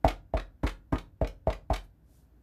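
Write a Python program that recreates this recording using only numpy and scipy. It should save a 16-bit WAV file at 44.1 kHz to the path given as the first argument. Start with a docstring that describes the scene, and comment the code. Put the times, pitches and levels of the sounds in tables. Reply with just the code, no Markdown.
"""Seven wooden knocks, each with a low boom: a wood-mounted rubber stamp is tapped onto an ink pad.
Each impact ticks on contact, excites the damped modes of the block and the pad's case, and flexes
the table top; the tacky rubber then peels off the wet pad in two short crackles of snapping ink.
A faint, brief treble hiss follows the last knock, and the arm draws back with a faint rustle.
A small quiet room adds reflections, rumble and hum."""
import sys
import numpy as np
from scipy import signal
from scipy.fft import rfft, irfft
from scipy.io import wavfile
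from scipy.ndimage import uniform_filter1d

SR = 44100
rng = np.random.default_rng(int(sys.argv[2]) if len(sys.argv) > 2 else 0)


def store_pcm(level_fs):
    """Save levels as 16-bit WAV."""
    pcm = np.round(np.clip(level_fs, -1, 1) * 32767).astype(np.int16)
    wavfile.write(sys.argv[1], SR, np.atleast_2d(pcm).T)


N = 106854
T = np.arange(N) / SR
HZ = np.maximum(np.fft.rfftfreq(N, 1 / SR), 1)

# Blows of the stamp. Each row: start in seconds, boom level in dB, boom tilt in dB per octave,
# block pitch in Hz, then the levels in dB of block ring, case thud, case clack and contact tick.
TAPS = [(.0440, -14.5, 1, 710.5, -4.5, -14.5, -26.5, -32), (0.3365, -19, -3.5, 657, -13, -24, -51, -45),
        (0.633, -18, -1, 593, -24.5, -16.5, -19.5, -40), (.9237, -20, 4.5, 657, -27.5, -13, -16, -38.5),
        (1.2128, -18, 1.2, 612, -13, -22.5, -34, -45), (1.47, -19, 1.3, 638, -10, -33, -24, -43.5),
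        (1.7005, -18, -2, 713, -12.5, -23.5, -19, -43.5)]
# Nudges of the wood in the hand. Each row: start in seconds, block level in dB, boom level in dB.
NUDGES = [(1.316, -45, -59), (1.573, -42, -53), (2.092, -61.5, -55)]
# Two peeling crackles per tap; the final row is a faint, brief treble hiss after the last knock.
# Each row: start in seconds, swell in seconds, level in dB, tilt in dB per octave.
CRACKLES_AND_HISS = [(0.078, 0.0092, -28, 0), (0.103, .006, -32.5, -3.5), (.3690, 0.0072, -31, -3.5),
                     (0.3962, 0.004, -36, -2.5), (0.6645, 0.013, -31.5, -1.5), (0.6925, 0.0017, -36, 0),
                     (0.956, 0.0036, -30, -5), (0.9816, 0.0054, -41, 1), (1.2442, 0.0037, -33, -4.5),
                     (1.2722, 0.0031, -39.5, 1.5), (1.501, 0.0045, -31, -3.5), (1.5268, 0.0045, -36, -0.5),
                     (1.7325, 0.01, -33, .5), (1.7587, 0.0056, -36, 1), (1.8300, .02, -65, 12.5)]
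# Bending modes of the table top. Each row: frequency in Hz, level in dB, T60 in seconds.
TABLE_FLEX_MODES = [(43.93, -4.5, 0.33), (60.6, 4, 0.087), (94.34, -1.5, 0.082), (158.7, -7, 0.054)]
# Resonant peaks that colour each knock and ring briefly after it.
# Each row: frequency in Hz, gain in dB, T60 in seconds (capped by resonate).
KNOCK_PEAKS = [(159.7, -1, 0.083), (219, 4.5, 0.12), (254, 0.5, 0.44), (310.4, -2.5, 0.26),
               (408, 15.5, 0.203), (467.7, 11, 0.25), (539, 3.5, 0.49), (652.3, -11, 0.071),
               (645.8, -11, 0.48), (794, 0, 0.066), (900, 1.5, 0.084), (1093, -3.5, .2), (1132, -4, 0.073),
               (1250, 5, 0.28)]
# Modes of the pad's plastic case. Each row: frequency in Hz, gain in dB, T60 in seconds.
CASE_MODES = [(1147, -4.5, .1), (1417, -0.5, 0.31), (1910, -14.5, 0.053), (1979, 1.5, .13),
              (2226, 1.5, .04), (2768, -3, 0.24), (3520, -4.5, 0.081), (3860, 2.5, 0.18)]
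# Reflections from near walls and furniture. Each row: delay in seconds, gain in dB.
ECHOES = [(.0031, -14.5), (.0075, -10.5), (.0107, -8.5), (.0135, -17), (.0189, -9), (.0235, -12),
          (.0303, -12.5), (.0385, -13.5)]
# Reverberation time of the room. Each row: frequency in Hz, T60 in seconds.
ROOM_T60 = [(100, 0.66), (300, .3), (800, .24), (2000, 0.18), (5000, 0.2), (14000, 0.17)]
# Spectral envelopes of the noises. Each row: frequency in Hz, relative spectral density in dB.
TICK_SPECTRUM = [(50, -25.5), (300, 0.5), (900, -5.5), (1600, 14), (2400, 3), (4500, -8), (8000, -14),
                 (14000, -18)]
CLATTER_SPECTRUM = [(40, -49), (120, -18.5), (220, -6.5), (450, -1), (950, 1), (1250, -1.5), (1700, -14.5),
                    (2100, -17.5), (3000, -31.5), (6000, -43)]
CRACKLE_SPECTRUM = [(50, -34), (300, 0), (700, -7.5), (1300, 0), (1650, -5.5), (2150, -2), (2800, -7),
                    (3900, -7), (5500, -16.5), (8000, -20.5), (11000, -25.5), (14000, -28)]
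ROOM_SPECTRUM = [(60, -9), (200, -10), (600, -3.5), (1500, 0.5), (4000, -2.5), (8000, -1.5), (14000, 2.5)]
FLOOR_SPECTRUM = [(20, -22), (40, -7), (60, 2.5), (85, -1.5), (125, -5.5), (156, -1.5), (190, -11),
                  (240, -6.5), (300, -8.5), (380, -18), (480, -20), (800, -24), (1250, -33), (1520, -28.5),
                  (2100, -38), (5000, -45.5), (9500, -48.5), (12800, -42), (15000, -37.5)]
RUSTLE_SPECTRUM = [(500, 2), (2000, -8), (4500, -1.5), (9000, 0), (14000, 0)]

SQUASH_S = .0018   # the rubber gives before the wood takes the blow
TICK_LEAD_S, THUD_LAG_S, CLACK_LAG_S = .0021, .0024, .00088
BLOCK_RISE_S, BLOCK_T60_S, NUDGE_HZ = .00064, .02, 616
PUSH_DB, CLATTER_DB = 11, -14   # relative to the boom and to the clack
CLICKS_PER_S, CLICK_SPREAD_DB = 9800, -1
CRACKLE_ECHO_DB, ROOM_SEND_DB, BOOM_SEND_DB = -11.5, -7.5, -5.5
FLOOR_DB, HUM_DB, HUM_HZ = -64, -63.5, 58
RUSTLE_S, RUSTLE_WIDTH_S, RUSTLE_DB = 2.159, .077, -71.5
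THRESHOLD_DB, CUT_SHARE, ATTACK_S, RELEASE_DB_PER_S, MAKEUP_DB = -38, .2, .0076, 6.5, 2.5


def knocks():
    """Impact excitation: block and case ring briefly, in shares set by how the stamp lands."""
    out = sum(from_db(db) * ring(s, NUDGE_HZ, BLOCK_RISE_S, BLOCK_T60_S) for s, db, _ in NUDGES)
    for start, _, _, block_hz, block_db, thud_db, clack_db, _ in TAPS:
        blow = start + SQUASH_S
        out += from_db(block_db) * ring(blow, block_hz, BLOCK_RISE_S, BLOCK_T60_S)
        out += from_db(thud_db) * ring(blow + THUD_LAG_S, hz=291.2, rise=.0015, t60=.029)
        out += from_db(clack_db) * ring(blow + CLACK_LAG_S, hz=985, rise=.0011, t60=.013)
    return out


def table_boom(start, tilt_db=0):
    """Modal superposition: the table top flexes, neighbouring modes swinging in opposite directions."""
    t = since(start)
    pivot_hz = TABLE_FLEX_MODES[1][0]
    out = 0
    for k, (hz, db, t60) in enumerate(TABLE_FLEX_MODES):
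        amplitude = (-1) ** (k + 1) * from_db(db + tilt_db * np.log2(hz / pivot_hz))
        out += amplitude * np.sin(2 * np.pi * hz * t) * fade(t, t60)
    return out


def after_ring(knock):
    """Resonance: peaks driven by the knock and the blow's pulse colour it and ring briefly after it."""
    push = sum(from_db(boom_db + PUSH_DB) * struck(start + SQUASH_S, rise=.0003064, t60=.00284)
               for start, boom_db, *_ in TAPS)
    return resonate(knock + push, KNOCK_PEAKS)


def contact_ticks():
    """Contact noise: rubber meets damp felt in a short, soft, broadband slap."""
    envelope = sum(from_db(tick_db) * struck(start - TICK_LEAD_S, rise=.0045, t60=.1)
                   for start, *_, tick_db in TAPS)
    return envelope * noise(TICK_SPECTRUM)


def case_clatter():
    """Intermittent contact: the case chatters against the table in proportion to its clack."""
    envelope = sum(from_db(clack_db + CLATTER_DB) * struck(start, rise=.006, t60=.13)
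                   for start, *_, clack_db, _ in TAPS)
    return envelope * noise(CLATTER_SPECTRUM)


def crackles_and_hiss():
    """Shot noise: bursts of random clicks make each peel's two crackles, and also one faint late hiss."""
    sizes = from_db(CLICK_SPREAD_DB * np.minimum(rng.exponential(1, N), 3))
    signs = rng.choice([-1, 1], N)
    clicks = sizes * signs * (rng.random(N) < CLICKS_PER_S / SR)
    out = 0
    for start, swell, db, tilt_db in CRACKLES_AND_HISS:
        rise = np.minimum(since(start) / swell, 1) ** .38
        decay = fade(since(start + swell), t60=.023)
        out += from_db(db) * rise * decay * coloured(clicks, CRACKLE_SPECTRUM, tilt_db)
    return out


def echoes(x, cutoff_hz=8800):
    """Early reflection: near surfaces return delayed, slightly dulled copies."""
    dull = butterworth(x, 1, cutoff_hz, "low")
    return sum(from_db(db) * np.interp(T - delay, T, dull, left=0) for delay, db in ECHOES)


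def reverberation(x):
    """Diffuse field: the room responds as octave bands of noise, each dying at its own rate."""
    tail = 0
    for low_hz in 60 * 2.0 ** np.arange(8):
        centre_hz = low_hz * np.sqrt(2)
        band = butterworth(rng.standard_normal(N), 2, [low_hz, 2 * low_hz], "band")
        envelope = struck(start=.003, rise=.002, t60=at_hz(ROOM_T60, centre_hz))
        tail += band * from_db(at_hz(ROOM_SPECTRUM, centre_hz)) * envelope
    return signal.fftconvolve(x, tail / np.sqrt(np.sum(tail ** 2)))[:N]


def arm_rustle():
    """Friction noise: a faint rustle swells and fades as the arm draws back."""
    envelope = np.exp(-((T - RUSTLE_S) / RUSTLE_WIDTH_S) ** 2)
    return from_db(RUSTLE_DB) * envelope * noise(RUSTLE_SPECTRUM)


def background():
    """Stationary noise floor: room rumble and hiss, with a low mains hum."""
    hum = from_db(HUM_DB) * rms_one(np.sin(2 * np.pi * HUM_HZ * T))
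    return from_db(FLOOR_DB) * noise(FLOOR_SPECTRUM) + hum


def gain_control(x):
    """Compression: the gain drops by a share of the excess over a threshold and slowly recovers."""
    power = np.abs(uniform_filter1d(x[0] ** 2, size=256))
    cut_db = CUT_SHARE * np.maximum(10 * np.log10(power + 1e-12) - THRESHOLD_DB, 0)
    recovery_db = RELEASE_DB_PER_S * T
    held_db = np.maximum.accumulate(cut_db + recovery_db) - recovery_db
    pole = np.exp(-1 / (ATTACK_S * SR))
    return x * from_db(MAKEUP_DB - signal.lfilter([1 - pole], [1, -pole], held_db))


def resonate(x, peaks, max_t60=.32):
    """Parallel resonance: each two-pole filter peaks at its listed gain."""
    out = 0
    for hz, db, t60 in peaks:
        radius = fade(1 / SR, min(t60, max_t60))
        zeros = (1 - radius ** 2) / 2 * np.array([1, 0, -1])
        feedback = [1, -2 * radius * np.cos(2 * np.pi * hz / SR), radius ** 2]
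        out += from_db(db) * signal.lfilter(zeros, feedback, x + 1e-18)
    return out


def ring(start, hz, rise, t60):
    """Damped oscillation: a softly struck mode swells smoothly from rest."""
    t = since(start)
    return np.sin(2 * np.pi * hz * t) * (1 - np.exp(-t / rise)) * struck(start, rise, t60)


def struck(start, rise, t60):
    """Impact envelope: quick rise, exponential decay; times in seconds."""
    t = since(start)
    return (1 - np.exp(-t / rise)) * fade(t, t60)


def fade(t, t60):
    """Exponential decay, by 60 dB in t60 seconds."""
    return np.exp(-np.minimum(np.log(1000) * t / t60, 60))


def since(start):
    """Elapsed time, zero before the start."""
    return np.maximum(T - start, 0)


def noise(spectrum):
    """Gaussian noise of a given spectrum, at unit rms."""
    return coloured(rng.standard_normal(N), spectrum)


def coloured(x, spectrum, tilt_db=0):
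    """Spectral shaping with a tilt per octave, at unit rms."""
    gain = from_db(at_hz(spectrum, HZ) + tilt_db * np.log2(HZ))
    return rms_one(irfft(rfft(x) * gain, N))


def butterworth(x, order, hz, kind):
    """Filtering with a maximally flat passband."""
    return signal.sosfilt(signal.butter(order, hz, kind, fs=SR, output="sos"), x)


def at_hz(points, hz):
    """Interpolation on a log-frequency axis."""
    frequencies, values = np.array(points).T
    return np.interp(np.log(hz), np.log(frequencies), values)


def rms_one(x):
    """Normalisation to unit rms."""
    return x / np.sqrt(np.mean(x ** 2) + 1e-20)


def from_db(db):
    """Decibels to amplitude ratio."""
    return 10 ** (np.asarray(db) / 20)


def scene():
    """Superposition: direct sound, reflections and background add in one channel."""
    knock = knocks()
    boom = sum(from_db(db) * table_boom(start, tilt_db) for start, db, tilt_db, *_ in TAPS)
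    boom += sum(from_db(db) * table_boom(start) for start, _, db in NUDGES)
    crackle = contact_ticks() + case_clatter() + crackles_and_hiss()
    direct = knock + boom + crackle + resonate(crackle, CASE_MODES)
    early = echoes(knock + from_db(CRACKLE_ECHO_DB) * crackle)
    radiated_boom = butterworth(boom, order=2, hz=130, kind="high")
    late = reverberation(from_db(ROOM_SEND_DB) * (knock + crackle) + from_db(BOOM_SEND_DB) * radiated_boom)
    return (direct + after_ring(knock) + early + late + background() + arm_rustle())[None]


def record(dry):
    """Band limiting and gentle compression: the deepest rumble and the highest treble are cut."""
    thinned = butterworth(dry, order=2, hz=14, kind="high")
    lowpass = signal.ellip(10, .2, 70, 14250, fs=SR, output="sos")
    return signal.sosfilt(lowpass, gain_control(thinned))


dry = scene()
out = record(dry)
store_pcm(out)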